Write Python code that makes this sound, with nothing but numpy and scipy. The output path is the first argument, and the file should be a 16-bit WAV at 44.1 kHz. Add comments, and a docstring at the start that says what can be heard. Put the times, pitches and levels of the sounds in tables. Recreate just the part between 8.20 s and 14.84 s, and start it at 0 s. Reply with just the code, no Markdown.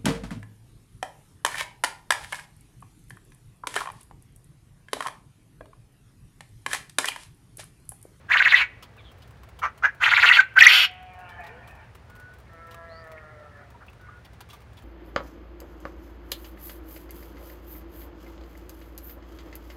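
"""Quail crow in an outdoor wire pen: a harsh trill, two short barks and a longer trill, then a crow
very close to the microphone that ends in a screech. Each crow is a rough whistle that swoops inside a
pulsed noise rasp. Among them the flock chirps (gliding tones), pecks and shuffles (decaying noise bursts).
Far off, fowl give long sagging calls built from partials; yard air and a low wavering hum lie underneath.
The pen adds echoes, and an automatic gain turns down after loud calls."""
import sys
import numpy as np
from scipy import signal
from scipy.fft import rfft, irfft, next_fast_len
from scipy.io import wavfile

SR = 44100
rng = np.random.default_rng(int(sys.argv[2]) if len(sys.argv) > 2 else 0)


def inscribe(sig):
    """Save sig as 16-bit PCM at rate SR to the path in sys.argv[1].

    A 1-D sig is mono; a 2-D sig holds one channel per row.
    Samples are clipped to [-1, 1] before scaling.
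    """
    pcm = np.round(np.clip(np.atleast_2d(sig).T, -1, 1) * 32767)
    wavfile.write(sys.argv[1], SR, pcm.astype(np.int16))


N = 292824
TIME = np.arange(N) / SR

# Three crows: (start [s], end [s], attack [s], release [dB/s], fall into a trough [s],
# closing pitch [Hz], change of level by the end [dB], roughness in the troughs [0-1])
CROWS = [(.080, 0.419, 0.039, 650, .030, 2247, -2.5, 0.38),
         (1.795, 2.208, 0.035, 1601, 0.025, 2354, -3.5, 0.44),
         (2.353, 2.653, 0.021, 1099, .017, 2905, -8, .2)]
# The run of swoops in each crow, about eighteen a second; one list per crow:
# (trough time [s], trough pitch [Hz], crest pitch [Hz], trough level [dB], crest level [dB])
SWOOPS = [
    [(.107, 1600, 3100, -14.5, -20), (.157, 1420, 3800, -16, -24.5), (.211, 1550, 3806, -15, -29),
     (.268, 1600, 3890, -15, -26), (.335, 1700, 3500, -14, -18)],
    [(1.823, 1520, 3000, -14, -15.5), (1.876, 1450, 3800, -16, -25), (1.928, 1550, 3900, -16.5, -20.5),
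     (1.986, 1600, 3900, -16.5, -21), (2.042, 1450, 2996, -11, -13), (2.110, 1750, 3157, -16, -13.5),
     (2.188, 1550, 2424, -13.5, -12)],
    [(2.374, 1560, 3386, -11.5, -21), (2.417, 1700, 3800, -7, -12), (2.464, 1800, 3202, -10, -10),
     (2.514, 2400, 3100, -7.5, -7)],
]
# From its trough the pitch climbs slowly, leaps to the crest, sags there and falls into the next trough
CLIMB_S, CLIMB_RATIO, CREST_S, CREST_SAG_HZ_PER_S = 0.0125, 1.25, 0.020, 10000
# Over this range of pitch the whistle breaks into rasp
BREAK_HZ, BREAK_WIDTH_HZ, CREST_ROUGH = 1990, 1000, 0.9
# The voice is lifted as it passes through the resonance of the throat
THROAT_HZ, THROAT_WIDTH_HZ, THROAT_DB = 2160, 200, 4
# Short rising barks before the second crow:
# (start [s], length [s], start pitch [Hz], end pitch [Hz], level [dB], roughness [0-1])
BARKS = [(1.41, .047, 1169, 1333, -25, .72), (1.619, .036, 1256, 1670, -17.5, 0.5)]
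BARK_ATTACK_S, BARK_RELEASE_DB_PER_S = 0.026, 647
# Colour of the rasp in troughs, crests, barks and final screech: (frequency [Hz], relative density [dB/Hz])
TROUGH_RASP = [(200, -45.5), (450, -26.5), (700, -14.5), (900, -5.5), (1500, 10), (2300, -1), (3200, -7.5),
               (4300, -20), (5200, -25.5), (7000, -17), (7800, -32), (10000, -34), (13500, -35.5),
               (15800, -47)]
CREST_RASP = [(200, -44.5), (450, -21), (700, -14.5), (900, -4), (1600, 0.5), (2600, 8), (3400, -5.5),
              (4400, -2.5), (5100, -24), (7000, -27), (8000, -33.5), (10000, -30.5), (13500, -33),
              (15800, -44)]
BARK_RASP = [(200, -30.5), (450, -28), (750, -4), (1200, 5), (2000, 7.5), (2800, -4), (4000, -24.5),
             (6300, -14), (8000, -42), (15000, -36)]
SCREECH_RASP = [(200, -46), (480, -35), (650, -16), (1080, -13), (1450, 3.5), (1750, -7), (2200, 1),
                (3200, 5.5), (3550, -9), (4600, -3), (4950, -16), (5400, -8.5), (6100, -25), (8000, -49)]
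# Fine hiss of air through the beak: (frequency [Hz], relative density [dB/Hz])
BEAK_HISS = [(3530, -34), (6000, -4.5), (7070, 1), (8060, -14), (8390, -10), (8980, -1.5), (10300, -13.5),
             (10800, -4.5), (11400, -1.5), (12600, -7.5), (13200, -1.5), (13700, 0.5), (14200, -4),
             (15600, -23.5)]
# Instants when the voice locks into a whistle:
# (centre time [s], length [s], pitch [Hz], glide [octaves], peak level [dB])
FLARES = [(0.208, 0.0093, 1550, 0.05, -7), (0.3458, 0.0096, 1976, 0.0095, -0.5),
          (1.938, 0.0037, 2060, 0.18, -4), (1.969, 0.0052, 2290, -0.16, -6.5),
          (2.0916, 0.0047, 2700, -0.079, -1.5), (2.1163, 0.0099, 1960, 0.053, -2),
          (2.1957, .016, 1540, 0, -1), (2.381, 0.013, 1535, 0.23, -1.5), (2.4117, 0.0043, 2420, -0.38, 2.5),
          (2.426, 0.011, 1921, 0.25, 7), (2.47, 0.011, 2021, 0.34, 11.5)]

# Chirps and peeps of the flock:
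# (start [s], length [s], start pitch [Hz], end pitch [Hz], level [dB], roughness [0-1])
CHIRPS = [(0.773, 0.042, 2820, 2190, -55, 0.18), (.78, 0.042, 3700, 3360, -58.5, 0.5),
          (0.837, 0.08, 3630, 3190, -56, .5), (3.184, 0.032, 737, 720, -43, 0.05),
          (3.275, 0.13, 397, 510, -53.5, 0.23), (3.88, 0.29, 1445, 1485, -50, 0.11),
          (4.686, 0.15, 3930, 4720, -59, 0.22), (4.974, 0.021, 2280, 2020, -48.5, 0.36),
          (5.543, 0.027, 943, 943, -51, 0.14), (5.604, 0.038, 1175, 1366, -49, 1),
          (5.68, 0.017, 2770, 2470, -50, 1), (5.795, .21, 1490, 1440, -52, 0.19),
          (5.885, 0.017, 1143, 1255, -47, 0.36)]
# Pecks on the wire: (time [s], relative level [dB], bright tick over dull knock [dB], 60 dB decay [s])
PECKS = [(.624, -36.5, -2, 0.076), (1.019, -48.5, 17, 0.084), (1.389, -34, -6, 0.046),
         (1.576, -40, -11, 0.053), (3.089, -47.5, -1, 0.095), (3.235, -48, 8, 0.088),
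         (3.264, -43.5, -2, 0.076), (3.473, -43.5, -15, 0.097), (4.507, -46, -6, 0.14),
         (4.543, -30, -17, 0.023), (4.916, -36, -21, 0.024), (6.047, -44.5, 0, 0.07),
         (6.205, -30.5, -6.5, 0.041), (6.298, -43.5, 7, 0.12), (6.329, -39.5, -20, 0.092),
         (6.568, -47, 7, 0.097)]
# Colour of the dull knock and of the bright tick: (frequency [Hz], relative density [dB/Hz])
KNOCK = [(250, -17), (600, -5), (1150, 4), (1700, -9.5), (2300, -5), (3200, -10.5), (5000, -17)]
TICK = [(1500, -15.5), (3200, 7.5), (4500, -0.5), (6500, -7.5), (8000, -11), (10000, -11), (13500, -11),
        (16000, -14.5)]

# Distant fowl, one list per bird: (start [s], length [s], pitch [Hz], hold [s], sag after the hold [Hz/s],
# level [dB], final roughness [before limiting], other partials at the start [dB], at the end [dB])
FAR_CALLS = [
    [(2.60, 0.69, 733, 0.37, 178.7, -43.5, 0.64, -15.5, 4), (3.22, .40, 719, 0.35, 99.7, -51, 1.8, 3, 9)],
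    [(4.25, 1.154, 667.6, .43, 129.9, -44.5, 0.49, 5.5, -3.5)],
]
# Resonances of their throats, one list per bird: (frequency [Hz], gain [dB])
FAR_THROATS = [
    [(540, -18.5), (730, 1), (910, -5), (1100, -11), (1280, -14), (1460, -7), (1650, -8), (1800, -3.5),
     (2000, -23), (2400, -9), (2600, -16.5), (2900, -19), (3200, -22), (4000, -45)],
    [(400, -5), (500, -4.5), (640, 5), (830, -14), (1000, -7), (1180, -6), (1370, 9.5), (1520, -20),
     (1680, 2), (1830, 1.5), (2020, -11.5), (2300, -16), (3000, -46)],
]
FAR_ATTACK_S, FAR_RELEASE_DB_PER_S, FAR_FADE_DB_PER_S = 0.093, 97, 9.5

# Colour of the air in the yard: (frequency [Hz], relative density [dB/Hz])
YARD_AIR = [(25, -14.5), (41, -8), (60, 1.5), (120, -1.5), (165, -8.5), (210, -10.5), (300, -15.5),
            (420, -13.5), (950, -18.5), (1800, -20.5), (3300, -31), (4400, -34), (8500, -44.5), (9150, -39),
            (9800, -45), (15600, -51)]
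# The low hum: (frequency [Hz], relative level [dB])
HUM = [(60, -54.5), (68, -59.5), (89, -59.5), (114, -54)]
# Colour of the long ring of pen and yard: (frequency [Hz], relative density [dB/Hz])
LINGER = [(300, -12.5), (900, -4.5), (1600, -4), (2300, -2.5), (3100, -5.5), (4200, -12), (7000, -18),
          (15000, -33.5)]

# Gain control of the recorder: part of what exceeds the threshold is taken off, and gain recovers slowly
AGC_THRESHOLD_DB, AGC_SHARE, AGC_ATTACK_S, AGC_RELEASE_DB_PER_S = -14.5, 0.39, 0.053, 7.5
CUTOFF_HZ = 15700


def quail():
    """A harsh trill; two barks and a longer trill; then a very close trill that ends in a screech."""
    first, second, close = [trill(swoops, *row) for swoops, row in zip(SWOOPS, CROWS)]
    voices = crow(first, TROUGH_RASP, CREST_RASP, whistle_db=-2, low_db=-6.5, high_db=-3.5,
                  hiss_db=-46, width_hz=316, rattle_hz=250, rattle=0.29)
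    voices += crow(second, TROUGH_RASP, CREST_RASP, whistle_db=-2.5, low_db=-2, high_db=-4.5,
                   hiss_db=-39, width_hz=280, rattle_hz=248, rattle=1.0)
    for row in BARKS:
        voices += crow(bark(*row), BARK_RASP, BARK_RASP, whistle_db=4, low_db=-6, high_db=-5,
                       hiss_db=-24, width_hz=220, rattle_hz=167.6, rattle=0.59)
    voices += crow(close, TROUGH_RASP, SCREECH_RASP, whistle_db=0.5, low_db=-7, high_db=-3,
                   hiss_db=-23, width_hz=410, rattle_hz=238.3, rattle=0.11)
    return flared(high_pass(voices, 520))


def trill(swoops, start, stop, attack_s, release_db_per_s, fall_s, end_hz, tire_db, trough_rough):
    """Samples, pitch, level and roughness of a crow; after its last crest the bird tires and settles."""
    at, age, envelope_db = envelope(start, stop - start, attack_s, release_db_per_s)
    now = TIME[at]
    trough_s, trough_hz, crest_hz, trough_db, crest_db = np.transpose(swoops)
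    crest_s = trough_s + CREST_S
    last_crest = crest_s[-1]
    end = max(stop, last_crest + 1 / SR)

    # turning points of the pitch, joined by straight lines in log frequency
    turns = []
    for k, (t, low, high) in enumerate(zip(trough_s, trough_hz, crest_hz)):
        turns += [(t, low), (t + CLIMB_S, low * CLIMB_RATIO), (t + CREST_S, high)]
        if k + 1 < len(trough_s):
            stay = max(trough_s[k + 1] - fall_s - t - CREST_S, 0)
            turns.append((t + CREST_S + stay, high - CREST_SAG_HZ_PER_S * stay))
    turn_s, turn_hz = np.transpose(turns + [(end, end_hz)])
    hz = np.exp(np.interp(now, turn_s, np.log(turn_hz)))

    # level follows the height of the pitch between break and crest
    height = np.clip((hz - BREAK_HZ) / (np.interp(now, crest_s, crest_hz) - BREAK_HZ), 0, 1)
    db = (1 - height) * np.interp(now, trough_s, trough_db) + height * np.interp(now, crest_s, crest_db)
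    db = db + THROAT_DB / (1 + ((hz - THROAT_HZ) / THROAT_WIDTH_HZ) ** 2)
    db = db + envelope_db + np.interp(now, [last_crest, end], [0, tire_db])

    broken = np.clip((hz - BREAK_HZ) / BREAK_WIDTH_HZ, 0, 1)
    rough = trough_rough + (CREST_ROUGH - trough_rough) * broken
    return at, hz, db, rough


def bark(start, length, start_hz, end_hz, db, rough):
    """Samples, pitch, level and roughness of one short rising bark."""
    at, age, envelope_db = envelope(start, length, BARK_ATTACK_S, BARK_RELEASE_DB_PER_S)
    hz = np.interp(age, [0, length], [start_hz, end_hz])
    return at, hz, db + envelope_db, np.full(len(at), rough)


def crow(track, low_colour, high_colour, whistle_db, low_db, high_db, hiss_db, width_hz, rattle_hz, rattle):
    """The syrinx whistles in the troughs and breaks into a bright rattling rasp on the crests."""
    at, hz, db, rough = track
    rough = np.clip(rough, 0.02, 1)

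    # the membranes slap unevenly and chop the air into pulses
    slap_hz = rattle_hz * (1 + 0.25 * flutter(110, len(at)).real)
    slaps = np.cos(2 * np.pi * np.cumsum(slap_hz) / SR)
    pulses = rms_one(np.exp(rattle * slaps))

    # as the voice roughens, the whistle frays into a wide band
    fray = rough ** 2
    whistle = np.sqrt(1 - fray) * rough_tone(hz, rough, width_hz)
    whistle = whistle + 0.5 * np.sqrt(fray) * reflected(rough_tone(hz, 0.97, 510))

    # three separate streams of pulsed air: low rasp, high rasp and hiss
    air = [reflected(pulses * rng.standard_normal(len(at))) for _ in range(3)]
    crest = np.clip((hz - 1950) / 1000, 0, 1)
    low_rasp = from_db(low_db) * np.sqrt(1 - crest) * coloured(air[0], low_colour)
    high_rasp = from_db(high_db) * np.sqrt(crest) * coloured(air[1], high_colour)
    hiss = from_db(hiss_db) * (0.17 + crest) * coloured(air[2], BEAK_HISS)

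    voiced = from_db(whistle_db) * whistle * pulses ** rough
    breath = np.sqrt(rough) * (low_rasp + high_rasp + hiss)
    out = np.zeros(N)
    out[at] = from_db(db) * (voiced + breath)
    return out


def flared(voice):
    """For an instant the rough voice locks into a pure gliding whistle."""
    out = voice.copy()
    for s, length, hz, glide, db in FLARES:
        u = np.linspace(-0.5, 0.5, int(length * SR))
        at = int((s - length / 2) * SR) + np.arange(len(u))
        lock = np.cos(np.pi * u)
        whistle = np.sin(2 * np.pi * np.cumsum(hz * 2 ** (glide * u)) / SR)
        out[at] = out[at] * (1 - lock) + from_db(db) * lock * whistle
    return out


def chirps(notes, width_hz):
    """Soft notes that glide quickly at first and then level off."""
    out = np.zeros(N)
    for s, length, start_hz, end_hz, db, rough in notes:
        u = np.linspace(0, 1, int(length * SR))
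        hz = end_hz + (start_hz - end_hz) * (1 - u) ** 2
        note = rough_tone(hz, rough, width_hz) * np.sqrt(np.abs(np.sin(np.pi * u)))
        first = int(s * SR)
        out[first:first + len(u)] += from_db(db) * note
    return out


def chatter(count, level_db, spread_db, low_hz, high_hz, length_s, glide_octaves, rough):
    """Faint short peeps of the flock at random times and pitches, as rows like those of CHIRPS."""
    rows = []
    for when, pitch, size, bend in rng.random((count, 4)):
        hz = low_hz * (high_hz / low_hz) ** pitch
        end_hz = hz * 2 ** (glide_octaves * (2 * bend - 1))
        length = length_s * (0.5 + size)
        start = when * (TIME[-1] - length)
        rows.append((start, length, hz, end_hz, level_db + spread_db * size, rough))
    return rows


def pecks(level_db, rise_s):
    """Each peck is a dull knock of the frame and a bright scratch of the mesh."""
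    out = np.zeros(N)
    for s, db, bright_db, t60 in PECKS:
        start = int(s * SR)
        age = TIME[:min(SR // 5, N - start)]
        sound = reflected(noise(KNOCK, len(age)) + from_db(bright_db) * noise(TICK, len(age)))
        decay = from_db(db + level_db - 60 * age / t60)
        out[start:start + len(age)] += decay * (1 - np.exp(-age / rise_s)) * sound
    return out


def shuffling(colour, per_s, level_db, t60):
    """Faint scratches and bumps of feet on the floor: random steps drive decaying noise."""
    strength = from_db(2.4 * np.minimum(rng.exponential(1, N), 3))
    steps = (rng.random(N) < per_s / SR) * strength
    decay = from_db(-60 / (t60 * SR))
    # the tiny offset keeps the filter off slow denormal numbers
    strokes = signal.lfilter([1], [1, -decay], steps + 1e-18)
    return from_db(level_db) * strokes * noise(colour, N)


def far_fowl(held_split_db, smear_hz, waver, flicker_db):
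    """Long sagging calls whose voice splits into quarters of the pitch and frays at the end."""
    out = np.zeros(N)
    for calls, throat in zip(FAR_CALLS, FAR_THROATS):
        throat_hz, throat_db = np.transpose(throat)
        for start, length, top_hz, hold, sag, db, end_rough, first_split_db, last_split_db in calls:
            at, age, envelope_db = envelope(start, length, FAR_ATTACK_S, FAR_RELEASE_DB_PER_S)
            hz = top_hz - sag * np.maximum(age - hold, 0)
            hz = hz * (1 + waver * flutter(11.3, len(at)).real)
            rough = end_rough * age / length
            split_db = np.interp(age, [0, hold, length], [first_split_db, held_split_db, last_split_db])
            voice, power = 0, 0
            for k in np.arange(3, 19) / 4:  # partials at quarter steps of the pitch, from 0.75 to 4.5 times it
                gain = from_db(np.interp(k * hz, throat_hz, throat_db) + split_db * (k != 1))
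                # over the distance each partial fades in and out on its own
                fading = from_db(flicker_db * np.sqrt(k) * flutter(6.5, len(at)).real)
                partial = rough_tone(k * hz, rough ** 2 * k, smear_hz)
                voice = voice + gain * rms_one(fading) * partial
                power = power + gain ** 2
            level_db = db + envelope_db - FAR_FADE_DB_PER_S * np.abs(age - hold)
            out[at] += from_db(level_db) * voice / np.sqrt(power)
    return out


def yard(air_db, hum_db, hum_width_hz):
    """Outdoor air as coloured noise, and a low hum of wavering tones."""
    air = from_db(air_db) * high_pass(noise(YARD_AIR, N), 42)
    hum = sum(from_db(db + hum_db) * rough_tone(np.full(N, hz), 0.92, hum_width_hz) for hz, db in HUM)
    return air + hum


def echoes(x, t60, wet_db, dull_hz):
    """Dense dull reflections that die away."""
    age = TIME[:SR]
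    tail = rng.standard_normal(SR) * from_db(-60 * age / t60) * (age > 0.003)
    tail = tail / np.sqrt(np.sum(tail ** 2))
    tail = signal.sosfilt(signal.butter(2, dull_hz, fs=SR, output="sos"), tail)
    return from_db(wet_db) * signal.fftconvolve(x, tail)[:N]


def lingering(x, t60, wet_db):
    """A faint long ring of the pen and the yard around it."""
    age = TIME[:SR]
    tail = noise(LINGER, SR) * from_db(-60 * age / t60) * np.minimum(age / 0.02, 1)
    tail = tail / np.sqrt(np.sum(tail ** 2))
    return from_db(wet_db) * signal.fftconvolve(x, tail)[:N]


def reflected(x, spread_s=0.009, gain=0.62):
    """Near surfaces at random distances comb a broad sound into gritty bands; rms 1."""
    at = np.arange(len(x))
    bounces = 0
    for delay in spread_s * rng.uniform(0.15, 1, 4):
        bounces = bounces + rng.choice([-1, 1]) * np.interp(at - delay * SR, at, x, left=0)
    return rms_one(x + gain * bounces)


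def envelope(start, length, attack_s, release_db_per_s):
    """A call swells, holds and dies away: its samples, their age in s and its level in dB."""
    silent_db = 60  # the release is followed down this far
    stop = start + length + silent_db / release_db_per_s
    at = np.arange(int(start * SR), min(int(stop * SR), N))
    age = (at - at[0] + 1) / SR
    swell = np.minimum(age / attack_s, 1) ** 2
    return at, age, 20 * np.log10(swell) - release_db_per_s * np.maximum(age - length, 0)


def rough_tone(hz, rough, width_hz):
    """A tone on a pitch track, part steady and part chaotic; rms about 1."""
    rough = np.clip(rough, 0, 1)
    body = np.sqrt(1 - rough) + np.sqrt(rough) * flutter(width_hz, len(hz))
    return np.sqrt(2) * np.real(body * np.exp(2j * np.pi * np.cumsum(hz) / SR))


def flutter(width_hz, size):
    """Random wander of strength and phase, which smears a tone into a band."""
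    run_in = 4000  # samples for the filter to settle
    white = rng.standard_normal((size + run_in, 2)) @ [1, 1j]
    slow = signal.sosfilt(signal.butter(2, width_hz, fs=SR, output="sos"), white)
    return rms_one(slow[run_in:])


def noise(spectrum, size):
    """Noise of a given colour, rms 1."""
    return coloured(rng.standard_normal(size), spectrum)


def coloured(x, spectrum):
    """Filter a sound by a spectrum that closes at the bottom; rms 1."""
    hz, db = np.transpose(spectrum)
    size = next_fast_len(len(x), True)
    bins = np.fft.rfftfreq(size, 1 / SR)
    gain = from_db(np.interp(np.log(bins + 1), np.log(hz), db))
    gain = gain * np.minimum(bins / hz[0], 1) ** 2
    return rms_one(irfft(gain * rfft(x, size), size)[:len(x)])


def high_pass(x, edge_hz):
    """Attenuate what lies under an edge."""
    return signal.sosfilt(signal.butter(4, edge_hz, "high", fs=SR, output="sos"), x)


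def rms_one(x):
    """Scale to unit power."""
    return x / np.sqrt(np.mean(np.abs(x) ** 2) + 1e-20)


def from_db(db):
    """Decibels to gain."""
    return 10 ** (np.asarray(db) / 20)


def scene():
    """The birds in their pen, the far fowl and the yard."""
    scratches = shuffling(TICK, per_s=12, level_db=-71.5, t60=0.063)
    bumps = shuffling(KNOCK, per_s=11, level_db=-56, t60=0.06)
    peeps = chatter(count=70, level_db=-64, spread_db=8, low_hz=452, high_hz=2370,
                    length_s=0.015, glide_octaves=0.13, rough=0.3)
    # chirps, pecks and feet ring in the pen along with the crows
    pen = quail() + chirps(CHIRPS + peeps, width_hz=330) + pecks(level_db=-0.5, rise_s=0.002)
    pen = pen + scratches + bumps
    space = echoes(pen, t60=0.13, wet_db=-9.5, dull_hz=6005) + lingering(pen, t60=0.57, wet_db=-34)
    far = far_fowl(held_split_db=-1, smear_hz=59.4, waver=0.00611, flicker_db=4)
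    background = yard(air_db=-51, hum_db=-5, hum_width_hz=7.5)
    return (pen + space + far + background)[None]


def gain_control(x):
    """Turn down after a loud call and creep back up."""
    keep = np.exp(-1 / (AGC_ATTACK_S * SR))
    power = signal.lfilter([1 - keep], [1, -keep], x[0] ** 2)
    level_db = 10 * np.log10(power + 1e-12)
    cut_db = AGC_SHARE * np.maximum(level_db - AGC_THRESHOLD_DB, 0)
    # the deepest cut so far holds, less a steady recovery
    recovery = AGC_RELEASE_DB_PER_S * TIME
    return x * from_db(recovery - np.maximum.accumulate(cut_db + recovery))


def record(dry):
    """The gain ducks under the crows, the loudest swells still overload; the top is cut."""
    knee = 4  # higher is a harder bend into overload
    level = gain_control(dry)
    clipped = level / (1 + np.abs(level / 1.013) ** knee) ** (1 / knee)
    return signal.sosfilt(signal.ellip(10, 0.1, 80, CUTOFF_HZ, fs=SR, output="sos"), clipped)


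dry = scene()
out = record(dry)
inscribe(out)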